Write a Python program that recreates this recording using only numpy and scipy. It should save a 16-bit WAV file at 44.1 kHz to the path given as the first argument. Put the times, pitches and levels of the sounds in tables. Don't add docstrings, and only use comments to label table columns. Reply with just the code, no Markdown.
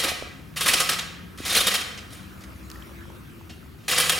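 import sys
import numpy as np
from scipy import signal
from scipy.fft import rfft, irfft, next_fast_len
from scipy.io import wavfile
from scipy.ndimage import uniform_filter1d, map_coordinates

SR = 44100
rng = np.random.default_rng(int(sys.argv[2]) if len(sys.argv) > 2 else 0)


def unload_audio(sound):
    columns = np.transpose(np.atleast_2d(sound))
    steps = np.round(np.clip(columns, -1, 1) * 32767)
    wavfile.write(sys.argv[1], SR, steps.astype(np.int16))


N = 185043
PREROLL = SR // 2


def shovel():
    # t/s, force/dB, loudest ring/Hz, rise/ms, t60/s
    jams = [(-.004, -20.5, 3430, 5.7, 0.044), (0.033, -18, 2120, 6.7, 0.11), (0.07, -19, 2580, 12.6, 0.12),
            (0.562, -23, 2760, 9.8, 0.079), (0.606, -21, 3670, 1.8, 0.17), (0.654, -19, 1260, 5.7, 0.3),
            (0.674, -10, 2340, 6.8, 0.077), (0.7317, -13, 2900, 4.8, 0.057), (0.797, -14, 1140, 4.5, 0.077),
            (0.887, -14, 1330, 5.2, 0.1), (0.918, -23, 1430, 2, 0.14), (0.984, -26.5, 3860, 2.4, 0.15),
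            (1.374, -40.5, 3260, 1.8, 0.065), (1.45, -24.5, 3850, 2.1, 0.43), (1.492, -24, 4000, 7.9, 0.47),
            (1.522, -21, 3660, 4, 0.15), (1.547, -16, 3200, 4, 0.086), (1.558, -13.5, 3850, 5, .13),
            (1.5702, -22, 1980, 1.04, 0.093), (1.598, -13.5, 3760, 7, 0.061),
            (1.664, -12, 3730, 4.7, 0.062), (1.675, -15, 3780, 2.5, 0.0437),
            (1.685, -20, 1700, 1.78, 0.026), (1.737, -15.5, 3350, 5, 0.1),
            (1.808, -24.5, 1850, 2.44, 0.039), (1.973, -36.5, 1840, 2.1, 0.12),
            (2.118, -44, 5120, 7.8, 0.17), (2.406, -46.5, 1300, 1.6, 0.091), (2.434, -39, 1287, 3.8, 0.054),
            (3.488, -40.5, 2750, 10, 0.14), (3.907, -21.5, 2750, 2.5, 0.076),
            (3.9756, -14, 3850, 4.5, 0.072), (3.998, -15, 3020, 3.1, 0.072),
            (4.0932, -13.5, 3150, 1.58, 0.042), (4.1174, -18.5, 2580, 3.3, 0.045)]
    # f/Hz, level/dB
    modes = [(514, -4.5), (720, -8.5), (1118, -7), (1260, -4.5), (1632, -10), (1850, -8), (1985, -4),
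             (2340, -6.5), (2490, -3.5), (2750, -4.5), (3014, -5), (3144, -4.5), (3266, -4), (3690, -3),
             (4032, -3.5), (4500, -10.5), (5300, -6.5), (5780, -10), (6880, -9), (8100, -13), (8640, -15)]
    bite_db_per_octave, strike_db, stagger_s = 27.5, 21.5, .002
    t = (np.arange(N + PREROLL) - PREROLL) / SR
    drag, belly_db, grit_db = strokes(t)
    power = drag ** 2 * amp([0 * t, grit_db - 2.5, belly_db - 5.5]) ** 2
    mode_hz, mode_db = np.transpose(modes)
    shake = (amp(0.5) * drag) ** 2 * np.ones((len(modes), 1))
    strikes = np.zeros_like(shake)
    age = np.arange(SR // 3) / SR
    for start, db, ring_hz, rise_ms, t60 in jams:
        onset = round(start * SR) + PREROLL
        span = slice(onset, onset + len(age))
        attack = 1 - np.exp(-(1000 * age / rise_ms) ** 2)
        force = (amp(db) * attack * amp(-60 * (age / t60) ** 1.448))[:len(t[span])]
        jam_belly_db = np.interp(start, t, belly_db)
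        jam_grit_db = np.interp(start, t, grit_db) - np.log2(t60 / 0.083)
        power[:, span] += (amp([[0], [jam_grit_db], [jam_belly_db]]) * force) ** 2
        chance = rng.standard_normal(len(modes))
        octaves_off = np.abs(np.log2(mode_hz / ring_hz))
        bite_db = np.where(mode_hz < 950, jam_belly_db + 13.5, 5.5 - bite_db_per_octave * octaves_off)
        bite_db += 1.2 * chance
        shake[:, span] += (amp(bite_db - 3)[:, None] * force) ** 2
        hit = onset + np.argmax(force) + (stagger_s * SR * np.abs(chance)).astype(int)
        strikes[np.arange(len(modes)), hit] += amp(bite_db + strike_db) * force.max() * np.sign(chance)
    hail = np.array([contacts(3.6, 1.6), contacts(3.9, 0.87), contacts(5.9, 1.7)])
    steel = sum(amp(db) * blade_mode(hail[0] * np.sqrt(drive) + blows, hz)
                for hz, db, drive, blows in zip(mode_hz, mode_db, shake, strikes))
    return amp(-4.5) * gravel(hail * np.sqrt(power)) + amp(-13) * steel


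def strokes(t):
    # entry/s, lift/s, drag on entry/dB, drag on lift/dB, full belly/dB, grit/dB
    moves = [(-.4, .0, -26.5, -26.5, -7.5, -1.5), (0.562, 0.798, -35, -25, -13, -1.5),
             (1.385, 1.712, -43.5, -27, -13.5, -2.5), (2.106, 2.178, -51.5, -52, -0.5, 1),
             (3.78, 3.87, -60.5, -55, -15, -11), (3.883, 4.197, -23.5, -29, -16, -0.5)]
    empty_db, fill_s, spill_s = 6.5, 0.12, 0.29
    drag_fade_db_per_s, grit_fade_db_per_s = 92, 39
    drag, belly_db, grit_db = np.zeros((3, len(t)))
    for enter, lift, enter_db, lift_db, full_db, gritty_db in moves:
        lifted = np.maximum(t - lift, 0)
        drag_db = np.interp(t, [enter, lift], [enter_db, lift_db]) - drag_fade_db_per_s * lifted
        drag += amp(drag_db) * np.clip((t - enter) / 0.0028 + 1, 0, 1)
        emptiness = np.clip(np.maximum(1 - (t - enter) / fill_s, lifted / spill_s), 0, 1)
        begun = t >= enter - .02
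        belly_db[begun] = (full_db - empty_db * emptiness)[begun]
        grit_db[begun] = (gritty_db - grit_fade_db_per_s * np.minimum(lifted, .3))[begun]
    return drag, belly_db, grit_db


def contacts(spread_db, clump_db):
    size = N + PREROLL
    grains = signal.stft(rng.standard_normal(size + 256), nperseg=192)[2]
    grains *= amp(spread_db * rng.standard_normal(grains.shape))
    chirps = signal.istft(grains, nperseg=192)[1][:size]
    return unit(amp(clump_db * wobble(120, size)) * chirps)


def gravel(hail):
    # f/Hz, level/dB
    tone = [(150, -19), (250, -11.5), (510, -13.5), (802, -11), (1260, -3.5), (3060, -3.5), (9660, -5),
            (16000, -20.5)]
    low = lambda hz, edge_hz: 1 / (1 + (hz / edge_hz) ** 6)
    bands = lambda hz: [low(hz, 6970) - low(hz, 800), 1 - low(hz, 8100), low(hz, 790)]
    colour = lambda hz: amp(along(tone, hz)) * bands(hz)
    band_rms = np.sqrt(np.mean(colour(np.arange(SR // 2)) ** 2, axis=1, keepdims=True))
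    return filtered(hail / band_rms, colour).sum(0)


def blade_mode(force, hz):
    steps = np.linspace(0, 199, len(force))
    shift, muffle = (np.interp(steps, np.arange(200), knots) for knots in rng.standard_normal((2, 200)))
    carrier = np.exp(2j * np.pi * np.cumsum(hz * (1 + 0.009 * shift)) / SR)
    width_hz = 75 if hz < 950 else 30 + 0.0015 * hz
    pole = np.exp(-np.pi * width_hz / SR)
    drive = amp(2.64 * muffle) * force / carrier
    return np.real(carrier * signal.lfilter([np.sqrt(2 - 2 * pole ** 2)], [1, -pole], drive))


def small_impacts():
    # t/s, level/dB, f/Hz, ring/cycles, click share
    hits = [(2.7015, -23, 4380, 3.3, 0.33), (2.7155, -23, 4230, 9.5, 0.23), (2.7575, -36, 1870, 40, .05),
            (2.8245, -32, 3180, 25, .05), (2.8938, -38.5, 1340, 23, 0.18), (3.008, -42, 4000, 5.4, 0.53),
            (3.055, -35, 1050, 10, .1), (3.102, -33.5, 900, 8.9, .1), (3.412, -36.5, 950, 10, .05),
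            (3.503, -47, 4480, 340, .1), (3.507, -49, 5360, 330, .1), (3.629, -42, 1300, 25, .05)]
    return taps(hits)


def trickle(count=260):
    times = rng.random(count) * (N / SR - .1)
    pitches_hz = 1900 * np.exp(.6 * rng.standard_normal(count))
    levels_db = -56 + 4.3 * rng.exponential(1, count)
    return taps([(*ping, 5.3, .04) for ping in zip(times, levels_db, pitches_hz)])


def knocks():
    # t/s, level/dB, f/Hz
    hits = [(.118, -18.5, 650), (0.224, -18.5, 540), (0.272, -30, 503), (1.403, -21.5, 300)]
    return taps([(*hit, 5.0, .029) for hit in hits])


def taps(hits):
    out, t = np.zeros(N + PREROLL + SR), np.arange(SR // 20) / SR
    for start, db, hz, cycles, click_share in hits:
        ring = np.sin(2 * np.pi * hz * t) * amp(-60 * t * hz / cycles)
        click = click_share * rng.standard_normal(len(t)) * amp(-60 * t / 0.0079)
        out[round(start * SR) + PREROLL:][:len(t)] += amp(db) * (ring + click)
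    return out[:N + PREROLL]


def fence(x):
    # f/Hz, level/dB
    tone = [(2000, -17), (4400, -9.5), (8500, -21), (11500, -62)]
    scatter = rng.standard_normal(SR // 20) * amp(-60 * np.arange(SR // 20) / SR / 0.035)
    side = signal.fftconvolve(np.pad(x, (100, 0)), scatter / np.linalg.norm(scatter))[:len(x)]
    return filtered(side, lambda hz: amp(along(tone, hz))) * [[1], [-1]]


def yard(x):
    # f/Hz, t60/s
    decay = [(300, 0.87), (1500, 1), (4000, 0.64), (8000, 0.52), (15000, 0.34)]
    # f/Hz, side level/dB
    width = [(300, -5), (3000, -4), (7000, -15), (10000, -19), (15000, -105)]
    out, step = np.zeros((2, len(x) + 2 * SR)), SR // 3
    padded = np.pad(x, (step, 2 * step))
    for at in range(0, len(x) + step, step):
        hz, t, noise = signal.stft(rng.standard_normal((2, SR)), SR, nperseg=256)
        tail = signal.istft(noise * amp(-60 * t / along(decay, hz)[:, None]), SR, nperseg=256)[1][:, :SR]
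        piece = padded[at:at + 2 * step] * np.sqrt(np.hanning(2 * step))
        echo = signal.fftconvolve(piece[None], tail / np.linalg.norm(tail[0]), axes=1)
        out[:, at:at + echo.shape[1]] += echo
    mid, side = out[:, step - 400:][:, :len(x)]
    side = filtered(side, lambda hz: amp(along(width, hz)))
    return np.array([mid + side, mid - side])


def engines():
    # start/s, peak/s, end/s, first f/Hz, last f/Hz, level/dB, swell and fall/(dB/s)
    tones = [(0.35, 0.93, 1.75, 155, 185.8, -45.5, 9), (1.607, 1.7, 2, 200, 201.3, -49, 15),
             (2.206, 2.247, 3.3, 189, 193.5, -49.5, 20), (2.622, 2.703, 2.6, 195.3, 202, -47, 15),
             (2.094, 3.167, 3.16, 306, 340.3, -53, 4), (2.4, 2.7, 3.1, 64, 64.5, -49, 14),
             (3.328, 3.352, 3.55, 342, 324, -56, 9), (3.92, 4.19, 4.2, 163.7, 167.5, -44.5, 5)]
    t, out = np.arange(N) / SR, np.zeros(N)
    for start, peak, end, first_hz, last_hz, db, swell in tones:
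        hz = np.interp(t, [start, end], [first_hz, last_hz]) * (1 + 0.0031 * wobble(12))
        gate = np.clip(np.minimum(t - start, end - t) / 0.028 + 1, 0, 1)
        level = gate * amp(db - swell * np.abs(t - peak) + 1.5 * wobble(18))
        out += np.sqrt(2) * level * np.sin(2 * np.pi * np.cumsum(hz) / SR)
    return at_mic(out)


def traffic():
    # f/Hz, level/dB
    tone = [(25, -43), (47, -15), (70, -2.5), (115, -8), (230, -10.5), (400, -18), (650, -57)]
    return amp(-44.5) * noise_bed(tone, patchy_db=0.55) * amp([[1.5], [-1.5]])


def rustle():
    # t/s, level/dB
    swell = [(0, -57.5), (2.3, -51), (2.8, -48), (3.3, -52), (3.7, -57.5)]
    # f/Hz, level/dB
    tone = [(300, -12), (500, 0), (800, -9.5), (1300, -1), (2500, -10), (5000, -18.5), (9000, -22)]
    return amp(np.interp(np.arange(N) / SR, *np.transpose(swell))) * noise_bed(tone, patchy_db=3.5)


def hiss():
    # f/Hz, level/dB
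    tone = [(2000, 11.5), (8500, -4.5), (11000, 2.5), (16000, -1)]
    return amp(-56.5) * noise_bed(tone, patchy_db=2.5)


def noise_bed(tone, patchy_db):
    # f/Hz, left-right correlation
    likeness = [(85, 1), (130, 0.54), (640, 0.16), (1400, 0.22), (3100, 0.31), (6800, 0.98), (12000, 1)]
    noise = signal.stft(rng.standard_normal((2, N + 512)), nperseg=512)[2]
    patches = uniform_filter1d(uniform_filter1d(rng.standard_normal(noise.shape[1:]), 5, 0), 10, 1)
    pair = signal.istft(noise * amp(patchy_db * unit(patches)), nperseg=512)[1][:, :N]
    angle = lambda hz: np.arccos(np.clip(along(likeness, hz), -1, 1)) / 2
    mid, side = filtered(pair, lambda hz: amp(along(tone, hz)) * [np.cos(angle(hz)), np.sin(angle(hz))])
    return unit(np.array([mid + side, mid - side]))


def at_mic(x):
    # f/Hz, left minus right/dB
    lean = [(200, 3), (400, -4), (800, -4), (1500, -1.5), (3000, .6), (9000, 0)]
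    # f/Hz, left lead/rad
    lead = [(100, -0.35), (340, -0.46), (950, 0.71), (3600, 0)]
    left = lambda hz: amp(along(lean, hz) / 2) * np.exp(.5j * along(lead, hz))
    return filtered(x, lambda hz: np.array([left(hz), 1 / left(hz)]))


def amp(db):
    return 10 ** (np.asarray(db) / 20)


def unit(x):
    return x / np.sqrt(np.mean(x ** 2) + 1e-20)


def along(points, hz):
    f, v = np.transpose(points)
    return np.interp(np.log(hz + 1), np.log(f + 1), v)


def filtered(x, response):
    size = next_fast_len(x.shape[-1] + SR // 2)
    return irfft(rfft(x, size) * response(np.fft.rfftfreq(size, 1 / SR)), size)[..., :x.shape[-1]]


def wobble(rate, size=N):
    return map_coordinates(rng.standard_normal(int(size * rate / SR) + 4), [np.arange(size) * rate / SR])


def scene():
    far = shovel() + small_impacts() + trickle()
    near = knocks()
    send = np.pad(far + 0.43 * near, (800, 0))[:len(far)]
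    heard = at_mic(far + near) + fence(far) + amp(-10.0) * yard(send)
    return heard[:, PREROLL:] + engines() + traffic() + rustle() + hiss()


def record(dry):
    ceiling, knee, top_hz = .9, 2.5, 15900
    rounded = dry / (1 + np.abs(dry / ceiling) ** knee) ** (1 / knee)
    return filtered(rounded, lambda hz: hz < top_hz)


dry = scene()
out = record(dry)
unload_audio(out)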